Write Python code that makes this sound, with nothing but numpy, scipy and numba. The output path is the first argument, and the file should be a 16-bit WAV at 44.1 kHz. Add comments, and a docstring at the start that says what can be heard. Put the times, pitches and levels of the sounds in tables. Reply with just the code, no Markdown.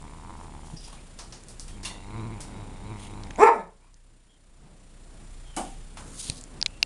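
"""A pet growls low over a hard chew close to a camera in a room, then barks once: vocal-fold pulses
through chest, mouth and throat resonances. Teeth and claws tick as short rings; a tag, wet smacks and
the dropped chew ring as modes. Knocks, rubs, rustle and whistles are shaped noise.
The camera hisses, whines, buzzes at its frame rate, and turns its gain down after loud sounds."""
import sys
import numpy as np
from scipy import signal
from scipy.fft import rfft, irfft
from scipy.io import wavfile
from scipy.ndimage import uniform_filter1d
from numba import njit

SR = 44100
rng = np.random.default_rng(int(sys.argv[2]) if len(sys.argv) > 2 else 0)


def pcm_store(signal):
    """Save signal as 16-bit PCM."""
    levels = np.round(np.clip(np.atleast_2d(signal), -1, 1) * 32767)
    wavfile.write(sys.argv[1], SR, levels.astype(np.int16).T)


N = 302476
T = np.arange(N) / SR

# growls: (start [s], end [s], swell-in [s], resting pulse rate [Hz], chest level at rest [dB],
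#   chest rise with push [dB/Hz], mouth ring at rest [dB], its fade [dB/s],
#   mouth resonance at start [Hz], upper throat [dB], throb [dB])
GROWLS = [(0, 0.737, .01, 86, -51, 0, -51.5, 4.5, 1013, -5, 9),
          (0.736, 0.776, .01, 164.9, -38.5, 2.5, -64, 0, 860, -6, 0),
          (1.702, 3.384, 0.14, 98.3, -49, 0.69, -55.5, 0, 898, 1, 3.5)]
# pulse rate, one list per growl: (time [s], rate [Hz])
GROWL_RATES = [
    [(0, 76.55), (.142, 81.9), (.3, 83.9), (.414, 81.8), (.508, 73.83), (.73, 80.3)],
    [(.727, 169), (.772, 156.3)],
    [(1.7, 97.8), (1.8, 100.6), (2.022, 97.4), (2.15, 111.7), (2.24, 114.3), (2.33, 107.9), (2.45, 96.4),
     (2.602, 107.2), (2.8, 93.36), (2.912, 112.8), (2.982, 103.2), (3.054, 98.5), (3.172, 107.4),
     (3.25, 99.96), (3.37, 96.6)],
]
# scatter of period, one per growl: (spread [natural log])
GROWL_ROUGHNESS = [.12, .05, .055]
# chest resonances: (centre [Hz], width [Hz], level [dB])
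CHEST = [(112, 130, 7.5), (264, 320, -1)]
# upper throat: (centre [Hz], width [Hz], level re mouth ring [dB], share of the opening [1])
UPPER_THROAT = [(2120, 290, -10, 0.4), (3746, 160, -16.5, 0.45)]
# bark: (time [s], pitch [Hz], level [dB], first partial re level [dB])
BARK = [(3.374, 189.9, -54.5, -8), (3.388, 214.6, -32, -3), (3.402, 345, -25.5, 0), (3.425, 427, -18, 4),
        (3.437, 437.5, -6, 7), (3.45, 442, -15.5, -5), (3.468, 450, -12, -17.5), (3.49, 455, -15, 8),
        (3.503, 440, -27, 2), (3.525, 330, -29, -6), (3.555, 234.8, -31, -6.5), (3.6, 185, -34.5, 0),
        (3.65, 167.4, -56, 8)]
# bark resonances with the jaw open: (centre [Hz], width [Hz], level [dB])
BARK_THROAT = [(640, 90, -14), (878, 253, -1), (1230, 220, -8), (1720, 200, -15), (2200, 490, -18.5),
               (2510, 220, -18)]
# steady breath bands in the bark: (centre [Hz], width [Hz], level [dB])
BARK_BREATH = [(3700, 500, -32), (4870, 248, -32), (5670, 300, -27.5), (7430, 330, -27.5),
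               (9300, 2000, -28)]
# knocks across the room: (time [s], treble peak [dB], bass, middle, top re treble [dB])
KNOCKS = [(1.189, -33, -1.5, -4, -2.5), (1.324, -36, -4, -5, -8), (1.4844, -42.5, -22, -8, 6),
          (1.596, -36.5, -13, -18, 3), (1.68, -48, -2, 6, 8.5), (1.8312, -34, -13, -2, -1),
          (1.8495, -36, -29, 6, 6), (2.405, -36, -14, -2.5, 5), (5.5646, -34, 1, 2, 11),
          (5.971, -44, 9.5, 8, 4.5)]
# knock bands, bass to top: (centre [Hz], width [Hz])
KNOCK_BANDS = [(860, 750), (2600, 5300), (5300, 3100), (9300, 5200)]
# close clicks: (time [s], peak [dB], main ring [Hz], second ring [Hz], its level [dB], rattle [dB])
CLICKS = [(3.27, -42, 2120, 4960, -10, -20), (3.3075, -31.5, 2170, 6200, -10, 0),
          (3.3593, -40.5, 2180, 6750, 0, -4), (6.2987, -18, 4000, 8800, -5, -3),
          (6.6144, -16, 4930, 2550, -18, -19), (6.6269, -6.5, 4700, 1670, -23.5, -33),
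          (6.6613, -15, 3770, 2400, -3, -0.5), (6.8285, -1, 4630, 2760, -6.5, -20)]
# ticks of claws and nails: (time [s], peak [dB], ring [Hz])
TICKS = [(.023, -35, 8000), (.298, -46, 3500), (1.437, -38.5, 7500), (1.485, -34, 8500), (1.597, -28, 6040),
         (3.236, -28, 4500), (3.943, -32.5, 5760), (6.202, -27, 8300), (6.412, -28, 7400),
         (6.439, -29.5, 7560), (6.68, -38, 6500)]
# low thumps: (time [s], peak [dB])
THUMPS = [(.739, -31), (3.433, -23.5), (6.2977, -20)]
# rubbing of fur and fingers: (full from [s], held [s], level [dB], low band [Hz],
#   upper bands re level [dB], swell [dB/s], fade [dB/s])
RUBS = [(.43, .005, -66.5, 7000, 4, 397, 300), (.662, 0.024, -65, 5000, 4.5, 600, 150),
        (.865, 0.012, -54.5, 3240, 2.5, 120, 96), (.91, 0.035, -54.5, 950, -34, 198, 150),
        (3.0, 0.058, -54.5, 3000, 1, 400, 199), (5.582, 0.012, -54, 2920, 5, 600, 78),
        (5.99, 0.033, -58.5, 1220, 0, 500, 40), (6.2, 0.045, -48.5, 4100, 7, 174, 396),
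        (6.26, 0.06, -48.5, 3930, -2, 300, 500), (6.365, 0.017, -53, 4400, 1, 297, 300)]
# rustle of the room and the moving hand: (time [s], level [dB])
RUSTLE = [(0, -52), (.9, -53), (1.47, -53.5), (2.27, -49), (3.4, -48), (3.7, -57), (4.5, -58), (4.65, -50),
          (5.5, -57), (6.0, -49.5), (6.5, -50), (6.57, -45), (6.65, -50), (6.86, -52)]
# rustle spectrum: (frequency [Hz], density [dB per Hz])
RUSTLE_COLOUR = [(40, 6.5), (100, 3.5), (200, 1.5), (400, -6.5), (800, -12.5), (1600, -20.5), (3500, -26.5),
                 (6000, -36)]
# camera hiss spectrum: (frequency [Hz], density [dB per Hz])
HISS_COLOUR = [(180, -32.5), (300, -5.5), (2740, -11.5), (3400, -12), (6760, -14.5), (7600, -12),
               (9600, -9.5), (10800, -10.5), (11600, -18), (12400, -24.5)]
# camera buzz: (multiple of frame rate [1], level [dB])
BUZZ = [(1, -46.5), (2, -59.5), (3, -71), (4, -63.5)]
# collar tag modes: (frequency [Hz], level [dB], T60 [s])
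TAG = [(615, -11, 0.65), (1020, -4, 0.36), (1980, -6.5, 0.46), (2774, -1, 0.42), (3560, 1, 0.32),
       (3700, 2, .15), (4200, 0, 0.2), (4420, -2.5, 0.34), (5610, -3, .15), (6560, -4, 0.26),
       (9030, -3, 0.22), (10120, 11.5, 0.077)]
# modes of the chew dropped on the floor: (frequency [Hz], level [dB], T60 [s])
CHEW = [(242, -1, 0.31), (330, -13, 0.2), (634, -4, .22), (730, 3, 0.27), (1130, -8, 0.2), (1460, -10, 0.2),
        (2250, -14, .2), (3000, -16, 0.21)]
# wet smack modes: (frequency [Hz], level [dB], T60 [s])
SMACK = [(4900, -0.5, 0.26), (5100, -2, .2), (5560, -1, .2), (5700, -6, .15)]
# smacks: (time [s], level [dB])
SMACKS = [(.765, -49), (.837, -50)]
# whistles and squeaks: (start [s], length [s], pitch [Hz], glide [Hz/s], level [dB])
WHISTLES = [(0.635, 0.039, 3120, 0, -67), (0.683, .03, 3170, -1000, -65), (0.97, 0.036, 2450, 0, -58),
            (1.673, 0.092, 3250, -600, -65), (3.803, 0.097, 2260, 2500, -65),
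            (3.797, 0.108, 873, 1499, -58), (4.291, .08, 3300, -1800, -61.5),
            (5.445, 0.13, 3290, -2500, -62.5), (6.687, 0.11, 2650, 1006, -63.5),
            (6.835, .03, 4470, -1.5, -60)]

MOUTH_WIDTH_HZ, MOUTH_LAG_S, MOUTH_DB_PER_HZ = 260., .0025, 0.44
MOUTH_SETTLE_HZ, MOUTH_SETTLE_S = 850, 1.0  # the resonance sinks as the jaw closes
OPENING_PER_HZ = .008  # resonances rise by this share per Hz of push
GROWL_WAVER_DB, MOUTH_WAVER_DB, THROAT_WAVER_DB = 1.0, .8, 2.0
STRONG_WEAK, PULSE_SCATTER_DB, THROAT_WANDER = .2, 2.0, .03
THROB_HZ, THROB_LEAD_TURNS = 19.9, 0.018
BARK_ROUGHNESS, OPEN_PITCH_HZ, OCTAVE_DB = .06, 425, -18
KNOCK_T60_S, KNOCK_CREST_DB = 0.28, 12  # noise peaks above rms
RING_RISE_S = 0.0052
TAG_S, TAG_DB, CHEW_S, CHEW_DB = 1.85, -43.5, 5.567, -32
TICK_WIDTH_HZ, TICK_RATTLE_DB = 2900, -16.5
CLICK_WIDTH_AT_4500_HZ, CLICK_WIDENING = 1330, 1  # width grows as this power of pitch
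CLICK_TAIL_DB, CLICK_TAIL_T60_S = -18, .025
BODY_HZ, BODY_DB, BODY_T60_S = 905, -23, 0.012
THUMP_HZ, THUMP_T60_S = 119.9, 0.025
RUSTLE_FLICKER_DB, WHISTLE_WIDTH_HZ = 1.6, 125.
FRAME_HZ, BUZZ_WAVER_DB = 30, 2.2
HISS_DB, WHINE_HZ, WHINE_DB = -58.5, 7140, -68.5
ROOM_T60_S, ROOM_TOP_T60_S = 0.31, 0.24
TOP_HZ = 16500


def undb(db):
    """Gain of a level in dB."""
    return 10 ** (np.asarray(db) / 20)


def unit(x):
    """Scaled to rms 1."""
    return x / np.sqrt(np.mean(x ** 2))


def white():
    """White noise over the whole scene."""
    return rng.standard_normal(N)


def span(start_s, end_s):
    """Gate with soft edges."""
    return uniform_filter1d(1. * ((T >= start_s) & (T <= end_s)), 600)


def columns(rows):
    """Gate over a table's time span, and its columns at every sample."""
    time_s, *cols = np.transpose(rows)
    return span(time_s[0], time_s[-1]), [np.interp(T, time_s, c) for c in cols]


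def walk(rate_hz):
    """Slow chance with spread 1."""
    k = int(SR / rate_hz)
    steps = np.repeat(rng.standard_normal(N // k + 1), k)
    return unit(uniform_filter1d(uniform_filter1d(steps, k), k)[:N])


def fade(start_s, t60_s):
    """Envelope from start_s, down 60 dB after t60_s."""
    return (T >= start_s) * np.exp(-np.log(1000) * np.clip(T - start_s, 0, 2) / max(t60_s, .001))


def coloured(points):
    """Noise with the spectrum of (Hz, dB) points, rms 1."""
    hz, db = np.transpose(points)
    f = np.maximum(np.arange(N // 2 + 1) * SR / N, 1)
    shape_db = np.interp(np.log(f), np.log(hz), db, left=-90, right=-90)
    return unit(irfft(rfft(white()) * undb(shape_db), N))


def band(x, hz, width_hz):
    """Fixed band-pass."""
    return signal.lfilter(*signal.iirpeak(hz, hz / max(width_hz, 1), SR), x)


def steep_band(x, hz, outer_hz, inner_hz):
    """Two fixed band-passes in series."""
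    return band(band(x, hz, outer_hz), hz, inner_hz)


@njit
def svf(x, hz, width):
    """Band-pass with a moving centre, gain 1 at the centre."""
    y, b, l = np.empty(len(x)), 0., 0.
    for i in range(len(x)):
        g, k = np.tan(np.pi * hz[i] / SR), width / hz[i]
        v = (b + g * (x[i] + 1e-18 - l)) / (1 + g * (g + k))
        b, l, y[i] = 2 * v - b, l + 2 * g * v, k * v
    return y


def resonance(x, centre_hz, outer_hz, inner_hz):
    """Moving resonance of two band-passes, rms 1."""
    return unit(svf(svf(x, centre_hz, 1. * outer_hz), centre_hz, 1. * inner_hz))


@njit
def folds(hz, rough, chance):
    """A pulse each time the vocal folds snap shut; roughness scatters period and size."""
    pulses, p, k = np.zeros(len(hz) + 1), 0., 0
    for i in range(len(hz)):
        step = hz[i] * np.exp(rough[i] * chance[k, 0]) / SR
        p += step
        if p >= 1:
            p, k = p - 1, k + 1
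            size = np.exp(1.5 * rough[i] * chance[k, 1])
            # split over two samples to place it between them
            pulses[i] -= size * p / step
            pulses[i + 1] -= size * (1 - p / step)
    return pulses[:-1]


def growls():
    """Uneven pulses thump the chest, then ring the mouth and throat; push quickens them."""
    out = 0
    for row, rates, rough in zip(GROWLS, GROWL_RATES, GROWL_ROUGHNESS):
        start_s, end_s, swell_s, rest_hz, chest_db, chest_slope = row[:6]
        mouth_db, mouth_fall, mouth_start_hz, upper_db, throb_db = row[6:]
        since_s = np.clip(T - start_s, 0, 2)
        hz = columns(rates)[1][0]
        push_hz = hz - rest_hz
        opening = OPENING_PER_HZ * push_hz
        pulses = folds(hz, np.full(N, rough), rng.standard_normal((2000, 2)))

        # every other pulse is weaker
        starts = (pulses < 0) & (np.roll(pulses, 1) == 0)
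        alternation = 1 + STRONG_WEAK * (-1.) ** np.cumsum(starts)
        uneven = pulses * alternation * undb(PULSE_SCATTER_DB * walk(150))

        chest = sum(undb(db) * steep_band(source, f, 2 * w, w)
                    for (f, w, db), source in zip(CHEST, (pulses, uneven)))
        chest = unit(uniform_filter1d(chest, int(0.0017 * SR)))
        chest_level_db = chest_db + chest_slope * push_hz + GROWL_WAVER_DB * walk(8)

        # pulses build up in groups and drop back
        throb = (THROB_HZ * T - THROB_LEAD_TURNS + 0.13 * walk(6)) % 1
        sinking = (mouth_start_hz - MOUTH_SETTLE_HZ) * np.exp(-since_s / MOUTH_SETTLE_S)
        mouth_hz = (1 + opening) * (MOUTH_SETTLE_HZ + sinking)
        mouth = resonance(pulses * undb(throb_db * throb), mouth_hz, 600, MOUTH_WIDTH_HZ)
        for f, w, db, share in UPPER_THROAT:
            centre_hz = f * (1 + share * opening + THROAT_WANDER * walk(60))
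            level_db = db + upper_db + THROAT_WAVER_DB * walk(20)
            mouth = mouth + undb(level_db) * resonance(uneven, centre_hz, 2 * w, w)
        mouth_level_db = mouth_db - mouth_fall * since_s + MOUTH_DB_PER_HZ * np.maximum(push_hz, 0)
        mouth_level_db = mouth_level_db + MOUTH_WAVER_DB * walk(12)
        swell = np.clip((T - start_s) / swell_s, .1, 1)
        mouth = swell * undb(mouth_level_db) * np.roll(mouth, int(MOUTH_LAG_S * SR))
        out = out + span(start_s, end_s) * (undb(chest_level_db) * chest - mouth)
    return out


def rustle():
    """Dull noise that swells and flickers."""
    level_db = columns(RUSTLE)[1][0] + RUSTLE_FLICKER_DB * walk(12)
    return undb(level_db) * coloured(RUSTLE_COLOUR)


def camera():
    """Buzz at frame-rate multiples, hiss pulsing once a frame, and a thin whine."""
    turn = 2 * np.pi * FRAME_HZ * T + 0.46 * walk(60)
    waver_db = BUZZ_WAVER_DB * walk(7)
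    buzz = sum(undb(db + waver_db) * np.sqrt(2) * np.sin(k * turn + 1.2 * k) for k, db in BUZZ)
    hiss = undb(HISS_DB + 2.0 * np.sin(turn)) * coloured(HISS_COLOUR)
    whine = np.sin(2 * np.pi * WHINE_HZ * T) + 0.31 * unit(band(white(), WHINE_HZ, 150))
    return buzz + hiss + undb(WHINE_DB) * whine


def add(out, start_s, sound):
    """Mixes a short sound in at start_s."""
    k = int(start_s * SR)
    out[k:k + len(sound)] += sound[:N - k]


def snap(hz, width_hz, rattle_db, noise):
    """One ring that swells within a millisecond, a dull body and a brief rattle."""
    t = T[:len(noise)]
    swell = np.pi * width_hz * t * np.exp(1 - np.pi * width_hz * t)
    body = undb(BODY_DB) * np.sin(2 * np.pi * BODY_HZ * t) * 1000 ** (-t / BODY_T60_S)
    rattle = 3.24 * steep_band(noise * 1000 ** (-t / 0.012), hz, 1.8 * hz, hz / 2.0)
    return swell * np.sin(2 * np.pi * hz * t) + body + undb(rattle_db) * rattle


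def clicks():
    """Thin ticks, harder clicks with a second, later ring, and dull low thumps."""
    out, t = np.zeros(N), T[:1500]
    for s, db, hz in TICKS:
        noise = rng.standard_normal(len(t))
        add(out, s, undb(db) * snap(hz, TICK_WIDTH_HZ, TICK_RATTLE_DB, noise))
    late = t / 0.00052 * np.exp(1 - t / 0.00055)
    late = late + undb(CLICK_TAIL_DB) * 1000 ** (-t / CLICK_TAIL_T60_S)
    for s, db, hz, second_hz, second_db, rattle_db in CLICKS:
        width_hz = CLICK_WIDTH_AT_4500_HZ * (hz / 4500) ** CLICK_WIDENING
        main = snap(hz, width_hz, rattle_db, rng.standard_normal(len(t)))
        second = undb(second_db) * late * np.sin(2 * np.pi * second_hz * t)
        add(out, s, undb(db) * (main + second))
    for s, db in THUMPS:
        add(out, s, undb(db) * np.sin(2 * np.pi * THUMP_HZ * t) * 1000 ** (-t / THUMP_T60_S))
    return out


def rubs():
    """Grainy friction noise in one movable and two upper bands; strokes swell, hold and fade."""
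    grain = undb(2.0 * walk(400))
    high = unit(band(white(), 9600, 2200)) + 0.51 * unit(band(white(), 6800, 1400))
    high = unit(grain * high)
    out = 0
    for s, held_s, db, hz, top_db, swell, fall in RUBS:
        before_s, after_s = np.maximum(s - T, 0), np.maximum(T - s - held_s, 0)
        shape_db = db - swell * before_s - fall * after_s + 1.5 * walk(40)
        low = unit(grain * steep_band(white(), hz, 0.83 * hz, 0.55 * hz))
        out = out + undb(shape_db) * (low + undb(top_db) * high)
    return out


def whistles():
    """Breathy tones of narrow-band noise, some sliding."""
    out = 0
    for s, length_s, hz, glide, db in WHISTLES:
        pitch_hz = hz + glide * np.clip(T - s, 0, length_s)
        tone = unit(svf(white(), pitch_hz, WHISTLE_WIDTH_HZ))
        out = out + span(s, s + length_s) * undb(db + 1.6 * walk(60)) * tone
    return out


def ring(modes, start_s, db, width_hz):
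    """A rattling object: each mode is shaken unevenly while it dies away."""
    shake = white()
    rise = np.clip((T - start_s) / RING_RISE_S, 0, 1)
    out = 0
    for f, mode_db, t60_s in modes:
        mode = unit(steep_band(shake, f, 3 * width_hz, width_hz))
        out = out + undb(mode_db) * mode * fade(start_s, t60_s) * rise
    return undb(db) * out


def knocks():
    """Distant blows: a crack and a noisy tail in four bands."""
    bass, middle, treble, top = (unit(steep_band(white(), f, w, w)) for f, w in KNOCK_BANDS)
    out = 0
    for s, db, bass_db, middle_db, top_db in KNOCKS:
        sound = treble + undb(bass_db) * bass + undb(middle_db) * middle + undb(top_db) * top
        envelope = fade(s, KNOCK_T60_S) + 0.13 * fade(s, 0.0067)
        out = out + undb(db - KNOCK_CREST_DB) * sound * envelope
    return out


def bark():
    """Fast pulses and breath puffs; the lowest resonances rise with pitch as the jaw opens."""
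    gate, (hz, db, first_db) = columns(BARK)
    pulses = unit(folds(hz, np.full(N, BARK_ROUGHNESS), rng.standard_normal((4000, 2))))
    turn = 2 * np.pi * np.cumsum(hz * (1 + .015 * walk(100))) / SR
    first = np.sqrt(2) * undb(1.0 * walk(80)) * (np.sin(turn) + undb(OCTAVE_DB) * np.sin(2 * turn))
    puffs = uniform_filter1d(np.abs(pulses), 60) * undb(3 * walk(60)) * white()
    air = pulses + 0.48 * unit(puffs)
    jaw = np.clip(hz / OPEN_PITCH_HZ, .5, 1)
    throat = 0
    for k, (f, w, level_db) in enumerate(BARK_THROAT):
        formant = resonance(air, f * jaw ** (500 / f), 2 * w, w)
        throat = throat + (-1) ** k * undb(level_db) * formant
    breath = sum(undb(d + 4.4 * walk(30)) * unit(band(white(), f, w)) for f, w, d in BARK_BREATH)
    return gate * undb(db) * (throat + undb(first_db) * first + breath)


def room(x):
    """Scattered echoes; the treble dies sooner."""
    t = T[:SR]
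    noise = rng.standard_normal((2, SR)) * (t > .004)
    low = signal.lfilter([.25], [1, -.75], noise[0]) * 1000 ** (-t / ROOM_T60_S)
    echo = low + 0.39 * noise[1] * 1000 ** (-t / ROOM_TOP_T60_S)
    return signal.fftconvolve(x, echo / np.sqrt(np.sum(echo ** 2)))[:N]


def scene():
    """Everything at the microphone; bark and rings send most to the room."""
    voice, loud = growls(), bark()
    rings = ring(TAG, TAG_S, TAG_DB, 83) + ring(CHEW, CHEW_S, CHEW_DB, 74)
    rings = rings + sum(ring(SMACK, s, db, 200) for s, db in SMACKS)
    wet = room(undb(-19) * voice + undb(-8.0) * loud + undb(-9.5) * rings)
    contacts = knocks() + clicks() + rubs()
    return (voice + loud + rings + wet + contacts + whistles() + rustle() + camera())[None]


@njit
def gain_db(x, top, slope, attack, hold, release_db):
    """Drops fast on loud sound, holds, then creeps back up."""
    out, g, wait = np.empty(len(x)), 0., 0.
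    for i in range(len(x)):
        want = -slope * 20 * np.log10(max(abs(x[i]) / top, 1.))
        if want < g:
            g, wait = g + attack * (want - g), hold
        elif wait > 0:
            wait -= 1
        else:
            g = min(g + release_db, 0.)
        out[i] = g
    return out


def record(dry):
    """Gain control, two treble steps down, rounded clipping, and the cut at the top."""
    # hold 0.9 s, release 11 dB/s
    gain = gain_db(dry[0], 0.11, 0.49, 0.0063, .9 * SR, 11 / SR)
    loud = dry * undb(gain)
    step = signal.cheby2(10, 50, 11600, fs=SR, output="sos")
    edge = signal.cheby2(12, 50, 13200, fs=SR, output="sos")
    loud = signal.sosfiltfilt(edge, signal.sosfiltfilt(step, loud) + undb(-14) * loud)
    loud = loud / (1 + (loud / .76) ** 8) ** (1 / 8)
    return signal.sosfilt(signal.ellip(8, .2, 70, TOP_HZ, fs=SR, output="sos"), loud)


dry = scene()
out = record(dry)
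pcm_store(out)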